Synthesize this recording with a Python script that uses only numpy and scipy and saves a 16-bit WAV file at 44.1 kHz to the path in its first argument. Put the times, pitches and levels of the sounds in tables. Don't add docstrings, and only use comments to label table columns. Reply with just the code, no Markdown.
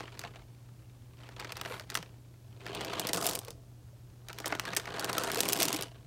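import sys
import numpy as np
from scipy import signal
from scipy.fft import rfft, irfft, next_fast_len
from scipy.io import wavfile
from scipy.ndimage import uniform_filter1d

SR = 44100
rng = np.random.default_rng(int(sys.argv[2]) if len(sys.argv) > 2 else 0)


def generate_wav(sig):
    pcm = np.round(np.clip(np.atleast_2d(sig).T, -1, 1) * 32767).astype(np.int16)
    wavfile.write(sys.argv[1], SR, pcm)


N = 267466
TIME = np.arange(N) / SR

# start_s, level_db (before the part levels), hardness_db (higher: more tick, less knock),
# thud_db (extra level of the thud)
PEBBLE_STRIKES = [(0.006, -52, -16.5, 12.5), (0.037, -65, -12, 22.5), (0.0787, -60.5, -22, 4),
                  (0.1507, -64, -13, 0), (0.193, -44, -0.5, -3), (0.2152, -51.5, -7, -11),
                  (0.238, -49.5, -16, 1), (1.2897, -54.5, -10, 8), (1.3976, -44, -7, -14),
                  (1.4461, -47, -12, 1), (1.5213, -41.5, -3.5, -2.5), (1.569, -45.5, -3.5, -18),
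                  (1.613, -40, -5.5, -2), (1.6591, -46.5, -12, 7), (1.797, -44.5, -7, -9),
                  (1.9014, -42, -3, -21), (1.9436, -49, 7, -17), (1.9524, -31, -8, -12),
                  (1.973, -38, -6, -3), (2.0271, -48.5, -8, -1), (2.665, -45.5, -11, 5),
                  (2.7488, -48, 3, -9.5), (2.8088, -44.5, -7, -2), (2.8477, -42, -3, -4),
                  (2.935, -42.5, -9.5, -9), (2.9963, -36, 7, 4.5), (3.0704, -37.5, 5, -9),
                  (3.089, -42, 2, 0.5), (3.1322, -34, 6, -19), (3.146, -40, 3, -5),
                  (3.239, -51.5, 13.5, 18), (3.2513, -48, 6, -5), (3.2663, -38.5, 17.5, -1),
                  (3.274, -37, 0, -2), (3.296, -42, 9, -20), (3.353, -41.5, 13.5, -17),
                  (3.39, -46.5, 14.5, 1), (3.449, -54.5, 7, -10), (3.483, -50.5, 1, 6),
                  (3.5057, -51.5, 7, 1), (4.2853, -47, -2.5, -8), (4.33, -49, -1, -5),
                  (4.386, -43.5, -4, -4.5), (4.4017, -46.5, 0, 7.5), (4.444, -52.5, -24, 8),
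                  (4.4585, -37.5, -0.5, 3.5), (4.4792, -52.5, 20, 9), (4.516, -55, -2, -16),
                  (4.5241, -39.5, -17.5, 11.5), (4.551, -45, -8, 11), (4.5967, -33, -5.5, -8),
                  (4.653, -43.5, -10, -12), (4.734, -42.5, -13.5, 4), (4.7495, -49.5, 6, -15),
                  (4.7656, -36.5, 9.5, -7), (4.77, -35, -5, -2), (4.7979, -42.5, -7, -11),
                  (4.856, -48, -12, -14), (4.9957, -38, 2, 1), (5.0449, -35, -1.5, 0),
                  (5.0952, -40.5, -6, -7), (5.13, -38.5, 0.5, 5), (5.1818, -33, 4, 3),
                  (5.236, -39.5, 4, -3), (5.301, -40.5, -14, 1), (5.317, -40, 6, -9), (5.3729, -40, 2, -3),
                  (5.4052, -29.5, 8, 0.5), (5.4335, -37.5, 2, 6.5), (5.4874, -36, 10, 4),
                  (5.5238, -37.5, 8, -14), (5.5316, -32.5, 11.5, -22), (5.6024, -31, 3.5, -11),
                  (5.6217, -31, 2, -13.5), (5.63, -31.5, 8.5, -15), (5.6538, -35.5, 5, -8),
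                  (5.6835, -34, 2.5, -20), (5.7286, -35.5, 4, -17), (5.762, -42, 5, -8),
                  (5.8236, -39, 4.5, -5)]
# low_hz, high_hz
PART_BANDS = [(250, 900), (900, 2400), (2400, 6000), (6000, 15000)]
# ring_t60_s, level_db (relative to the strike),
# follows (dB of gain per dB of hardness)
PART_SETTINGS = [(0.037, -3.7, 0), (0.033, -4.5, -0.83), (0.014, 1.77, 0.1152), (0.015, -1.5, 0.76)]
# pitch_hz, width_hz, level_db (relative)
WALL_MODES = [(167.4, 38, 1.5), (226.5, 31, -4), (315, 29, 0), (393.6, 31, 2.5), (491.6, 60, -1),
              (670, 56, 2.5)]
# pitch_hz, level_db (relative)
SLIDE_COLOUR = [(800, 2), (1020, 5.5), (1350, 2.5), (1750, 0.5), (2150, -1.5), (2700, 1), (3500, 2),
                (4500, 1)]
# pitch_hz, level_db (relative)
RATTLE_COLOUR = [(4500, 2.5), (5500, 2.5), (7200, 4.5), (8400, 6.5), (10000, 0), (13000, -4), (15500, -19)]
# (relative, per Hz)
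AIR_COLOUR = [(18, -55), (26, -26), (35, -10), (48, -1.5), (70, -3), (105, 0.5), (150, -8), (215, -12.5),
              (320, -12.5), (430, -19.5), (650, -23.5), (1100, -29.5), (2000, -33.5), (6000, -34.5),
              (16000, -39.5)]
# start_s, pitch_hz, peak_db (before the soft start and decay)
SHORT_RINGS = [(.006, 410, -42), (.238, 698, -36), (1.702, 1400, -37), (1.708, 496, -32), (1.993, 159, -34),
               (3.026, 3130, -34), (3.15, 454, -29), (3.15, 178, -27.5), (3.258, 686, -26),
               (3.481, 463, -36), (3.93, 583, -51.5), (4.677, 1650, -31), (4.764, 1815, -26.5),
               (5.179, 1310, -23.5), (5.372, 465, -23.5), (5.588, 335, -25), (5.612, 658, -27.5),
               (5.735, 298, -27.5), (5.762, 2460, -35.5)]
# time_s, rumble_hz, slide_hz
HEAP_FOCUS = [(0, 410, 2520), (1.7, 442, 2160), (2.7, 397, 2660), (3.05, 466, 2900), (3.17, 527, 1170),
              (3.5, 477, 1190), (4.45, 300, 1590), (4.95, 464, 1710), (5.22, 490, 1410), (5.45, 350, 2420),
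              (5.7, 305, 2970)]
# load_db (how heavily the heap bears on the wall), curve of (time_s, flow_db) for how fast it slides
BOTTLE_TILTS = [ (0, [(0, -46.5), (0.06, -57.5), (0.16, -57.5), (0.235, -56.5), (0.265, -46), (0.305, -69),
                (0.345, -53), (0.45, -73)]), (-1.5, [(1.12, -74), (1.22, -57.5), (1.31, -63.5),
                (1.4, -48.5), (1.56, -52.5), (1.7, -45), (1.81, -49.5), (1.86, -69)]), (1.5, [(1.93, -50.5),
                (1.98, -50), (2.06, -66), (2.2, -76.5)]), (3.5, [(2.46, -75.5), (2.61, -61.5),
                (2.68, -46.5), (2.9, -44), (3.16, -42), (3.37, -47.5), (3.43, -63.5), (3.48, -51),
                (3.55, -82)]), (0.1, [(4.24, -74), (4.3, -52), (4.43, -58.5), (4.47, -42.5), (4.56, -49),
                (4.635, -52), (4.68, -43), (4.79, -45.5), (4.84, -55)]), (1.14, [(4.89, -44), (5.12, -40.5),
                (5.3, -40), (5.42, -42.5), (5.65, -40), (5.82, -45), (5.9, -62), (6.06, -71.5)]), ]
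# middle_s, half_length_s, extra_rattle_db, extra_rumble_db
HEAP_LANDINGS = [(3.27, 0.15, 11.5, 2.5), (5.52, 0.33, 7.5, 3)]

AIR_DB, HUM_HZ, HUM_DB = -56, 120.4, -53.5
ROOM_T60_S, ROOM_DB = 0.29, -19.5
CUTOFF_HZ = 15800
FULL_FLOW_DB, FULL_RUMBLE_DB, FULL_RATTLE_DB = -39, -41.5, -51.5
RUMBLE_FOLLOWS, RATTLE_FOLLOWS = 0.96, 0.99
WAKE_DB, WAKE_FADE_DB_PER_S = -8, 64
RING_T60_S, RING_T60_POWER = 0.053, -0.33
BUBBLE_OVER_FLOW_DB, BUBBLE_SPREAD_DB = 4, 0.5
BUBBLE_LOW_HZ, BUBBLE_HIGH_HZ = 270, 1390
JOSTLE_DB, JOSTLE_T60_S, JOSTLE_FOLLOWS = -5.5, 0.1, 0.51
PILE_CLICK_DB, PILE_SPREAD_DB, PILE_HARDNESS_DB, PILE_THUD_DB = -42.5, 1, 3.5, 0.5


def from_db(db):
    return 10 ** (np.asarray(db) / 20)


def rms_one(x):
    return x / np.sqrt(np.mean(x ** 2) + 1e-20)


def at_hz(points, hz):
    pitch_hz, level_db = np.transpose(points)
    return np.interp(np.log(np.maximum(hz, 1)), np.log(pitch_hz), level_db)


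def in_time(rows):
    time_s, *columns = np.transpose(rows)
    return [np.interp(TIME, time_s, column) for column in columns]


def band(x, low_hz, high_hz):
    return signal.sosfilt(signal.butter(3, [low_hz, high_hz], "band", fs=SR, output="sos"), x)


def resonance(x, hz, width_hz):
    r = np.exp(-np.pi * width_hz / SR)
    zeros = np.array([1, 0, -1]) * (1 - r * r) / 2
    poles = [1, -2 * r * np.cos(2 * np.pi * hz / SR), r * r]
    return signal.lfilter(zeros, poles, x + 1e-18)


def evened(x, span_s):
    size = max(int(span_s * SR), 64)
    power = uniform_filter1d(uniform_filter1d(x ** 2, size), size)
    floor = np.mean(x ** 2) / 1000
    return x / np.sqrt(np.maximum(power, 0) + floor)


def background():
    size = next_fast_len(N)
    white = rfft(rng.standard_normal(size))
    hz = np.arange(len(white)) * SR / size
    air = irfft(white * from_db(at_hz(AIR_COLOUR, hz)), size)[:N]
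    hum = np.sqrt(2) * np.sin(2 * np.pi * HUM_HZ * TIME)
    return from_db(AIR_DB) * rms_one(air) + from_db(HUM_DB) * hum


def contacts(per_s, spread_db):
    sizes = from_db(spread_db * np.minimum(rng.exponential(1, N), 4))
    happens = rng.random(N) < per_s / SR
    return sizes * rng.choice([-1, 1], N) * happens


def favoured(hz, centre_hz, lift, octaves):
    return 1 + lift / (1 + (np.log2(hz / centre_hz) / octaves) ** 2)


def stone_rings(touches, colour, cycles, uneven_db, count, drive=lambda hz: 1):
    at, out = np.flatnonzero(touches), np.zeros(N)
    for hz in np.geomspace(colour[0][0], colour[-1][0], count):
        draw = rng.standard_normal((len(at), 2))
        uneven = from_db(uneven_db * np.clip(draw[:, 1], -2, 2))
        force = np.zeros(N)
        force[at] = touches[at] * np.sign(draw[:, 0]) * uneven
        ring = rms_one(resonance(force, hz, hz / cycles))
        out += from_db(at_hz(colour, hz)) * drive(hz) * ring
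    return out


def jostled():
    start_s, level_db, hardness_db, _ = np.transpose(PEBBLE_STRIKES)
    kicks = np.zeros(N)
    kicks[(start_s * SR).astype(int)] = from_db(level_db + JOSTLE_DB + JOSTLE_FOLLOWS * hardness_db) ** 2
    keep = from_db(-60 / (JOSTLE_T60_S * SR)) ** 2
    return np.sqrt(signal.lfilter([1], [1, -keep], kicks + 1e-18))


def heap_motion():
    curves = [(s, flow_db, load_db) for load_db, curve in BOTTLE_TILTS for s, flow_db in curve]
    flow_db, load_db = in_time(curves)
    below_full_db = flow_db - FULL_FLOW_DB
    rumble_db = FULL_RUMBLE_DB + load_db + RUMBLE_FOLLOWS * below_full_db
    rattle_db = FULL_RATTLE_DB + RATTLE_FOLLOWS * below_full_db
    fade_db = WAKE_FADE_DB_PER_S * TIME
    wake_db = np.maximum.accumulate(rumble_db + fade_db) - fade_db + WAKE_DB
    for middle_s, half_s, more_rattle_db, more_rumble_db in HEAP_LANDINGS:
        landing = np.exp(-((TIME - middle_s) / half_s) ** 4)
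        rattle_db = rattle_db + more_rattle_db * landing
        rumble_db = rumble_db + more_rumble_db * landing
    rattle_db = 20 * np.log10(np.hypot(from_db(rattle_db), jostled()))
    return np.maximum(rumble_db, wake_db), flow_db, rattle_db


def tumbling_pebbles():
    rumble_db, slide_db, rattle_db = heap_motion()
    rumble_hz, slide_hz = in_time(HEAP_FOCUS)
    touches = contacts(per_s=240 * from_db(.25 * (slide_db + 44.5)), spread_db=3.5)
    press = signal.lfilter([1], [1, -np.exp(-1 / (0.0034 * SR))], touches ** 2)
    grit = contacts(per_s=3500, spread_db=2.5) * np.sqrt(press + 0.11 * np.mean(press))
    force = touches + from_db(-18.5) * grit
    wall = np.zeros(N)
    for hz, width_hz, level_db in WALL_MODES:
        drive = favoured(hz, rumble_hz, lift=0.76, octaves=0.14)
        ring = resonance(force * rng.standard_normal(N), hz, width_hz)
        wall += from_db(level_db) * drive * ring
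    rumble = from_db(rumble_db) * evened(band(wall, 125, 1050), span_s=0.036)
    ribs = stone_rings(force, SLIDE_COLOUR, cycles=24.7, uneven_db=9, count=30,
                       drive=lambda hz: favoured(hz, slide_hz, lift=0.93, octaves=0.27))
    slide = from_db(slide_db + 0.67) * evened(ribs, span_s=0.1)
    clicks = evened(stone_rings(force, RATTLE_COLOUR, cycles=38, uneven_db=5.5, count=24), span_s=0.096)
    soft = evened(signal.sosfilt(signal.butter(2, 5500, fs=SR, output="sos"), clicks), span_s=0.035)
    hard = np.clip((rattle_db + 66) / 17, .1, 1)
    rattle = from_db(rattle_db) * evened(hard * clicks + (1 - hard) * soft, span_s=0.27)
    return rumble + slide + rattle


def pile_clicks(count=17):
    rows = []
    for middle_s, half_s, _, _ in HEAP_LANDINGS:
        for a, b, strength in rng.uniform(-1, 1, (count, 3)):
            start_s = middle_s + half_s * (a + b) / 2
            level_db = PILE_CLICK_DB + PILE_SPREAD_DB * strength
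            rows.append((start_s, level_db, PILE_HARDNESS_DB, PILE_THUD_DB))
    return rows


def strikes(chatter=0.19, thud_lag_s=0.00122):
    length, head = int(.06 * SR), int(.006 * SR)
    t, out = np.arange(length) / SR, np.zeros(N + length)
    for start_s, level_db, hardness_db, thud_db in list(PEBBLE_STRIKES) + pile_clicks():
        start = int(start_s * SR)
        extras_db = (thud_db, 0, 0, 0)
        for (low_hz, high_hz), (t60_s, part_db, follows), extra_db in zip(PART_BANDS, PART_SETTINGS, extras_db):
            force = chatter * rng.standard_normal(length) * from_db(-60 * t / t60_s)
            force[int(thud_lag_s * SR * PART_BANDS[0][0] / low_hz)] += 1
            ring = band(force, low_hz, high_hz)
            gain = from_db(level_db + part_db + extra_db + follows * hardness_db)
            out[start:start + length] += gain * ring / np.sqrt(np.mean(ring[:head] ** 2))
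    return out[:N]


def small_bubbles(count=120):
    flow_db = heap_motion()[1]
    when, size, strength = rng.random((count, 3)).T
    hz = BUBBLE_LOW_HZ * (BUBBLE_HIGH_HZ / BUBBLE_LOW_HZ) ** size
    scatter_db = BUBBLE_SPREAD_DB * (2 * strength - 1)
    peak_db = flow_db[(when * N).astype(int)] + BUBBLE_OVER_FLOW_DB + scatter_db
    return list(zip(when * N / SR, hz, peak_db))


def pitched_rings(rise_per_s=0.4):
    t, out = np.arange(SR // 4) / SR, np.zeros(N + SR)
    for start_s, hz, peak_db in list(SHORT_RINGS) + small_bubbles():
        start = int(start_s * SR)
        t60_s = RING_T60_S * (hz / 1000) ** RING_T60_POWER
        shape = from_db(peak_db - 60 * t / t60_s) * (1 - np.exp(-t * hz))
        out[start:start + len(t)] += shape * np.sin(2 * np.pi * hz * (t + rise_per_s * t * t / 2))
    return out[:N]


def finger_slip(at_s=1.72, width_s=0.078, level_db=-59):
    hiss = rms_one(band(rng.standard_normal(N), 7000, 14000))
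    return from_db(level_db) * np.exp(-((TIME - at_s) / width_s) ** 2) * hiss


def room(x, dull_hz=7000):
    t = np.arange(SR // 2) / SR
    tail = rng.standard_normal(len(t)) * from_db(-60 * t / ROOM_T60_S) * (t > .004)
    tail = signal.lfilter([1], [1, -np.exp(-2 * np.pi * dull_hz / SR)], tail)
    return signal.fftconvolve(x, tail / np.sqrt(np.sum(tail ** 2)))[:N]


def scene():
    bottle = tumbling_pebbles() + strikes() + pitched_rings() + finger_slip()
    return (bottle + from_db(ROOM_DB) * room(bottle) + background())[None]


def record(dry):
    return signal.sosfilt(signal.ellip(10, .1, 80, CUTOFF_HZ, fs=SR, output="sos"), dry)


dry = scene()
out = record(dry)
generate_wav(out)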